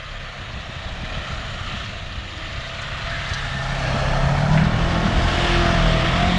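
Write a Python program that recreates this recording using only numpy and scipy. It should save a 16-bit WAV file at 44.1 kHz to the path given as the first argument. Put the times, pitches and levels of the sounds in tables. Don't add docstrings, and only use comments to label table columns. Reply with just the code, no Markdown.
import sys
import numpy as np
from scipy import signal
from scipy.fft import rfft, irfft, next_fast_len
from scipy.io import wavfile
from scipy.ndimage import uniform_filter1d, map_coordinates

SR = 44100
rng = np.random.default_rng(int(sys.argv[2]) if len(sys.argv) > 2 else 0)


def unload_wav(signal):
    wavfile.write(
        sys.argv[1],
        SR,
        np.round(np.clip(np.atleast_2d(signal).T, -1, 1) * 32767).astype(np.int16),
    )


N = 281358
TIME = np.arange(N) / SR


def amp(db):
    return 10 ** (np.asarray(db) / 20)


def unit(x):
    return x / np.sqrt(np.mean(x ** 2) + 1e-20)


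def curves(rows):
    seconds, *columns = np.transpose(rows)
    return [np.interp(TIME, seconds, column) for column in columns]


def wobble(rate):
    at = np.arange(0, N + 64, 64)
    knots = rng.standard_normal(int(N * rate / SR) + 4)
    return np.interp(np.arange(N), at, map_coordinates(knots, [at * rate / SR]))


def swell(t, length):
    return np.exp(-(2 * t / length) ** 2)


def filtered(x, response):
    size = next_fast_len(N + 8192)
    return irfft(rfft(x, size) * response(np.fft.rfftfreq(size, 1 / SR)), size)[..., :N]


def coloured(x, spectrum):
    points, db = np.transpose(spectrum)
    return unit(filtered(x, lambda hz: amp(np.interp(np.log(hz + 1), np.log(points + 1), db))))


def patchy(depth_db):
    spectrum = signal.stft(rng.standard_normal(N), nperseg=512)[2]

    def patches(bins, frames):
        smeared = uniform_filter1d(rng.standard_normal(spectrum.shape), bins, axis=0)
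        return unit(uniform_filter1d(smeared, frames, axis=1))

    gain = amp(depth_db * (0.56 * patches(bins=8, frames=8) + patches(bins=2, frames=70)))
    return signal.istft(spectrum * gain, nperseg=512)[1][:N]


def turning(x, colours, side):
    return sum(np.sqrt(np.clip(1 - np.abs(side - k), 0, 1)) * coloured(x, colour)
               for k, colour in enumerate(colours))


# time in seconds, track level in dB, side facing us
# (0 nose, 1 flank, 2 tail), body roar level in dB, snow hiss level in dB.
PASS_BY = [(0, -39, 0.045, -49, -38), (.96, -38.5, 0.094, -41.5, -36.5), (1.3, -36, 0.2, -40.5, -34.5),
           (1.5, -37.5, 0.15, -42.5, -34.5), (1.8, -36, 0.079, -44.5, -33),
           (1.95, -39.5, .05, -43.5, -34.5), (2.1, -40, 0.031, -45.5, -36), (3.16, -33, 0.18, -41.5, -33),
           (3.6, -34, 0.72, -40.5, -33), (3.9, -31, 0.72, -30.5, -31), (4.22, -30.5, 0.89, -30, -32.5),
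           (4.57, -30.5, 1.04, -27.5, -31), (4.7, -31.5, 1.5, -32.5, -34), (4.92, -30, 1.53, -29, -31),
           (5.1, -30, 1.55, -30, -30.5), (5.25, -29, 1.6, -30, -27.5), (5.47, -27.5, 1.73, -28.5, -25.5),
           (5.6, -26, 1.8, -29, -25.5), (5.75, -27.5, 1.79, -28, -27), (5.95, -27, 1.98, -29, -25.5),
           (6.15, -27.5, 1.89, -30, -27), (6.38, -28, 2, -28, -25.5)]
def pass_gain(nose_db, flank_db, tail_db):
    track_db, side, *_ = curves(PASS_BY)
    return amp(track_db + np.interp(side, [0, 1, 2], [nose_db, flank_db, tail_db]))


# time in seconds, firing rate in Hz.
FIRING_RATE = [(0.0, 34), (0.3, 33.42), (0.89, 30.66), (1.42, 30.18), (1.65, 31.06), (2.31, 30.61),
               (2.95, 32.81), (3.22, 34.5), (3.5, 33.42), (3.66, 33.78), (3.95, 33.43), (4.2, 33.48),
               (4.28, 34.14), (4.51, 38.19), (4.62, 39.07), (4.9, 41.86), (5.04, 42.22), (5.33, 43.62),
               (5.65, 43), (5.83, 41.05), (5.92, 40.36), (6.0, 40.68), (6.2, 43.8), (6.28, 44.7),
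               (6.38, 44.96)]
def firing_phase():
    return 2 * np.pi * np.cumsum(curves(FIRING_RATE)[0] * (1 + .0015 * wobble(8))) / SR


def orders(phase, table, level_db, unsteady_db, rate=7):
    smear_rad, drift_rad = .1, .6
    shaky = phase + 0.013 * wobble(25)
    out = np.zeros(N)
    for k, db in table:
        gain = np.sqrt(2) * amp(level_db + db + unsteady_db * wobble(rate))
        out -= gain * np.cos(k * shaky - smear_rad * k ** 2 + drift_rad * wobble(rate))
    return out


def buzz(phase, first, last, unsteady_db):
    return orders(phase, [(k, 0) for k in range(first, last + 1)], 0, unsteady_db)


# multiple of the firing rate, relative level in dB.
EXHAUST_ORDERS = [(1, 1.5), (2, -3.5), (3, -3.5), (6, -22.5), (7, -20)]
def exhaust_beat(phase):
    return pass_gain(-5.5, 0, 1.5) * orders(phase, EXHAUST_ORDERS, 0, unsteady_db=2.8)


# frequency in Hz, relative level in dB.
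GROWL_EQ = [(80, -120), (110, -21), (140, -1), (210, -6.5), (280, -16.5), (400, -120)]
def exhaust_growl(phase):
    puffs = amp(2.0 * np.cos(phase)) * coloured(rng.standard_normal(N), GROWL_EQ)
    return pass_gain(-23.5, -2.5, -8) * unit(puffs)


# multiple of the firing rate, relative level in dB.
BOOM_ORDERS = [(4, 0), (5, -10.5)]
# time in seconds, level in dB.
BOOM_FADER = [(0, -45), (1, -50.5), (2.3, -55), (2.6, -41.5), (2.9, -38), (3.3, -36.5), (4, -26),
              (4.15, -26), (4.24, -19.5), (4.38, -23), (4.56, -15.5), (4.68, -20.5), (4.76, -29), (5, -28),
              (5.3, -36), (5.6, -29), (5.93, -22), (6.1, -29.5), (6.38, -19.5)]
def silencer_boom(phase):
    return orders(phase, BOOM_ORDERS, curves(BOOM_FADER)[0], unsteady_db=0.8)


# frequency in Hz, relative level in dB.
BODY_NOSE_EQ = [(120, -31), (200, -14), (253, -3.5), (373, -16), (398, -11.5), (492, -7), (545, -3),
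                (650, 1.5), (858, -9), (1150, -6.5), (1500, -26), (2530, -120)]
BODY_FLANK_EQ = [(140, -25), (230, -6.5), (356, -16), (430, -11), (479, -14.5), (658, -1), (915, -7),
                 (992, -16.5), (1150, -12), (1500, -51), (2530, -120)]
BODY_TAIL_EQ = [(140, -34), (230, -3.5), (285, -4.5), (333, -5.5), (376, -8), (482, -8), (671, -9),
                (946, -12.5), (1150, -14.5), (1500, -48), (2530, -120)]
# time in seconds, share of clean firing pulses from 0 to 1.
PULSE_SHARE = [(1.8, .18), (2.4, .42), (3.6, .42), (3.9, .22), (4.3, .25), (4.6, .45)]
def body_roar(phase):
    _, side, body_db, _ = curves(PASS_BY)
    share = curves(PULSE_SHARE)[0]
    firings = unit(buzz(phase, 11, 36, unsteady_db=3.5)) * np.sqrt(2 * 1100 / SR)
    noise = unit(amp(1.4 * np.cos(phase)) * patchy(depth_db=1.4))
    shaking = np.sqrt(share) * firings + np.sqrt(1 - share) * noise
    return amp(body_db) * turning(shaking, (BODY_NOSE_EQ, BODY_FLANK_EQ, BODY_TAIL_EQ), side)


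# frequency in Hz, relative level in dB.
TRACK_NOSE_EQ = [(590, -43), (1000, -1), (1270, 4.5), (1560, 0.5), (2010, 2.5), (2230, -2.5), (2420, 1.5),
                 (3270, 0.5), (3890, -1.5), (4180, -7.5), (5240, -19), (7140, -18.5), (8160, -41),
                 (9140, -34), (11700, -47), (15200, -120)]
TRACK_FLANK_EQ = [(590, -18), (1000, -6.5), (1100, -10), (1320, 3), (1480, 0), (1800, -1), (1990, -10),
                  (2210, -3), (2500, -10), (3010, -7), (3930, -15.5), (4360, -12), (7670, -24),
                  (10600, -38), (11700, -57), (15200, -84), (22000, -120)]
TRACK_TAIL_EQ = [(590, -44), (1000, -1), (1250, 0), (1480, -2), (1990, -1.5), (2470, -5), (2770, -2.5),
                 (3550, -3), (4010, -11), (4780, -15.5), (7360, -27), (10200, -44), (11700, -53),
                 (15200, -87), (22000, -120)]
def track_roar(phase):
    lug_hz, crossover_hz = 23.3, 2300
    track_db, side, _, hiss_db = curves(PASS_BY)
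    lugs = np.cos(2 * np.pi * np.cumsum(lug_hz * (1 + 0.0383 * wobble(3.02))) / SR)
    patter = amp(0.31 * np.cos(phase) + (0.78 - 0.38 * side) * lugs + 0.56 * wobble(150))
    track = turning(patter * patchy(depth_db=1.37), (TRACK_NOSE_EQ, TRACK_FLANK_EQ, TRACK_TAIL_EQ), side)
    rubber = filtered(track, lambda hz: 1 / (1 + (hz / crossover_hz) ** 8))
    return amp(track_db) * rubber + amp(hiss_db) * (track - rubber)


def resonance(hz, centre, width):
    return 1j * hz * width / (centre ** 2 - hz ** 2 + 1j * hz * width)


# centre in Hz, width in Hz, gain per filter pass in dB.
FRAME_MODES = [(1103, 120, -4.5), (1240, 130, -0.5), (1815, 147, 1.5), (2017, 78, -1)]
def track_frames(phase):
    def modes_twice(hz):
        return sum((-1) ** k * amp(db) * resonance(hz, centre, width)
                   for k, (centre, width, db) in enumerate(FRAME_MODES)) ** 2

    buzz_share = .12
    engine = unit(filtered(buzz(phase, 34, 61, unsteady_db=4), modes_twice))
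    noise = unit(filtered(patchy(depth_db=2.0), modes_twice))
    return pass_gain(-6, -12.5, -10) * (noise + np.sqrt(buzz_share / (1 - buzz_share)) * engine)


def panel_drone(phase):
    centre_hz, width_hz, faces_us_s = 657, 46, 2.49
    engine = buzz(phase, 14, 24, unsteady_db=6.0)
    tone = unit(filtered(engine, lambda hz: resonance(hz, centre_hz, width_hz) ** 2))
    facing = 0.27 + 0.71 / (1 + np.exp((faces_us_s - TIME) / .1))
    return facing * pass_gain(-15.5 - .5, -13, -22) * tone


def crust_crackle():
    breaks, attack_s, decay_s = 260, .003, .045
    at, softness = rng.random((breaks, 2)).T
    kicks = np.bincount((at * N).astype(int), amp(-3 * np.log(softness + .05)), N)
    t = np.arange(SR // 10) / SR
    envelope = amp(-60 * t / decay_s) * (1 - np.exp(-t / attack_s))
    puffs = signal.fftconvolve(kicks, envelope)[:N] * rng.standard_normal(N)
    treble = filtered(puffs, lambda hz: (hz / 4200) ** 3 / (1 + (hz / 4600) ** 10))
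    return pass_gain(-15.5, -20, -18) * unit(treble)


# time in seconds, level in dB.
WIND_FADER = [(0.0, -43), (0.5, -35), (1.2, -33.5), (1.4, -35), (1.74, -31.5), (2.1, -34.5), (3.1, -35),
              (3.8, -32), (4.6, -23.5), (5.17, -26.5), (5.88, -28.5), (6.24, -25), (6.38, -29)]
# frequency in Hz, relative level in dB.
WIND_EQ = [(7.1, -27), (12, -3), (38, 1), (88, 1.5), (204, -9.5), (265, -20.5), (372, -19.5), (400, -20),
           (520, -53), (880, -120)]
def wind_rumble():
    lumps = amp(1.55 * wobble(17))
    return amp(curves(WIND_FADER)[0]) * unit(lumps * coloured(rng.standard_normal(N), WIND_EQ))


# centre in Hz, width in Hz, loudest moment in seconds, length in seconds,
# level in dB.
RING_SWELLS = [(4270, 90, 4.023, 0.52, -45), (1230, 45, 2.93, .6, -45), (1784, 49, 3.62, 0.52, -37),
               (1620, 50, 3.36, .3, -43), (2065, 70, 3.25, 0.38, -40), (1650, 430, 3.14, .1, -34),
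               (1620, 60, 3.87, 0.17, -40), (1285, 250, 1.66, .25, -41.5), (566, 110, 4.02, 0.23, -34.5),
               (690, 140, 4.05, .5, -34), (510, 120, .2, .7, -51), (313, 60, 2.36, 0.31, -49)]
def passing_rings():
    out = np.zeros(N)
    for hz, width, loudest, length, db in RING_SWELLS:
        carrier = 2 * np.pi * hz * TIME
        band = wobble(width) * np.cos(carrier) + wobble(width) * np.sin(carrier)
        out += amp(db) * swell(TIME - loudest, length) * unit(band)
    return out


# frequency in Hz, relative level in dB.
THUMP_EDGE_EQ = [(150, -120), (230, 0), (480, -6), (800, -120)]
# moment of the peak in seconds, level in dB, pitch in Hz.
WIND_THUMPS = [(.578, -30, 200), (.695, -23.5, 97), (.768, -21, 98), (.862, -17.5, 74.9),
               (.930, -22.5, 69.5), (1.038, -25.5, 185), (1.144, -30, 81.2), (1.177, -22.5, 147),
               (1.303, -23.5, 145), (1.332, -21.5, 90), (1.615, -25, 110.2), (1.678, -24, 64.75),
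               (1.748, -26.5, 197), (1.762, -27, 60), (2.185, -19.5, 60), (2.450, -25, 56),
               (3.050, -23, 54.96), (3.320, -18.5, 60), (3.950, -21.5, 209), (4.270, -12.5, 65.4),
               (4.63, -16, 194.7), (4.77, -18, 120.5), (5.062, -15, 187.7), (5.087, -18, 95),
               (5.189, -12, 70)]
def wind_thumps():
    out, half = np.zeros(N), SR // 10
    t = np.arange(-half, half) / SR
    edge = amp(-11) * coloured(rng.standard_normal(N), THUMP_EDGE_EQ)
    base_length_s, edge_hz = 0.01, 220
    for peak, db, hz in WIND_THUMPS:
        length = base_length_s + 0.0028 * peak
        span = slice(round(peak * SR) - half, round(peak * SR) + half)
        rough = edge[span] * hz / edge_hz * (base_length_s / length) ** 2
        out[span] -= amp(db) * (np.cos(2 * np.pi * hz * t) + rough) * swell(t, length)
    return out


# start in seconds, level in dB, pitch of the noise band in Hz.
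CRUNCH_HITS = [(1.248, -38, 4520), (2.120, -31, 3984), (2.373, -37, 5000), (2.815, -34.5, 5905),
               (3.109, -23, 1715), (3.29, -29, 4998), (3.334, -22, 4900), (3.38, -35, 4992),
               (3.848, -31, 3996), (4.53, -31, 5500), (4.574, -14, 2050), (4.893, -35, 3995)]
def crunches_and_knocks():
    attack_s, decay_s = 0.0036, .06
    out, t = np.zeros(N + SR), np.arange(SR // 5) / SR
    envelope = amp(-60 * t / decay_s) * (1 - np.exp(-t / attack_s))
    for start, db, hz in CRUNCH_HITS:
        band = signal.butter(3, [hz * 0.57, hz * 1.22], "bandpass", fs=SR, output="sos")
        burst = unit(signal.sosfilt(band, rng.standard_normal(len(t))))
        out[round(start * SR):][:len(t)] += amp(db) * envelope * burst
    return out[:N]


# multiple of the firing rate, loudest moment in seconds,
# length in seconds, level in dB.
SINGING_SWELLS = [(24, 3.75, 0.6, -44), (25, 3.64, 0.6, -44), (5, 4.62, 0.28, -31.5), (6, 4.62, 0.18, -36),
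                  (5, 5.07, 0.15, -30.5), (5, 5.65, 0.12, -32), (28, 4.28, 0.18, -39),
                  (26, 4.52, 0.11, -33.5), (28, 5.6, 0.34, -39), (26, 4.954, 0.27, -36),
                  (30, 6.12, 0.4, -34.5), (27, 4.74, .2, -39), (20, 4.2, 0.18, -39), (21, 2.7, 0.53, -47.5),
                  (19, 3.17, 0.39, -50), (20, 3.62, .45, -44.5)]
def singing_orders(phase):
    return sum(swell(TIME - loudest, length) * orders(phase, [(k, 0)], db, unsteady_db=2.0, rate=12)
               for k, loudest, length, db in SINGING_SWELLS)


# multiple of the firing rate, relative level in dB.
WHINE_ORDERS = [(16, 0), (17, -8), (15, -18)]
# time in seconds, level in dB.
WHINE_FADER = [(3.5, -65), (4.3, -41), (4.75, -55), (5, -38), (5.3, -40), (5.55, -31.5), (5.7, -32),
               (5.8, -33.5), (5.95, -28), (6.1, -35), (6.25, -25.5), (6.38, -35)]
def engine_whine(phase):
    return orders(phase, WHINE_ORDERS, curves(WHINE_FADER)[0], unsteady_db=1.6, rate=13)


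# time in seconds, level in dB.
THROAT_FADER = [(4.2, -75), (4.6, -53.5), (4.82, -35.5), (5.1, -41.5), (5.4, -32), (5.62, -26), (5.8, -37),
                (6.05, -40), (6.32, -38)]
def engine_throat(phase):
    return orders(phase, [(8, 0)], curves(THROAT_FADER)[0], unsteady_db=1.0)


def scene():
    phase = firing_phase()
    engine = exhaust_beat(phase) + silencer_boom(phase) + engine_throat(phase) + engine_whine(phase)
    ringing = singing_orders(phase) + panel_drone(phase) + passing_rings()
    roar = body_roar(phase) + track_roar(phase) + exhaust_growl(phase) + track_frames(phase)
    crunch = crust_crackle() + crunches_and_knocks()
    wind = wind_rumble() + wind_thumps()
    return (engine + ringing + roar + crunch + wind)[None]


def record(dry):
    top_hz = 11860
    return filtered(dry, lambda hz: hz < top_hz)


dry = scene()
out = record(dry)
unload_wav(out)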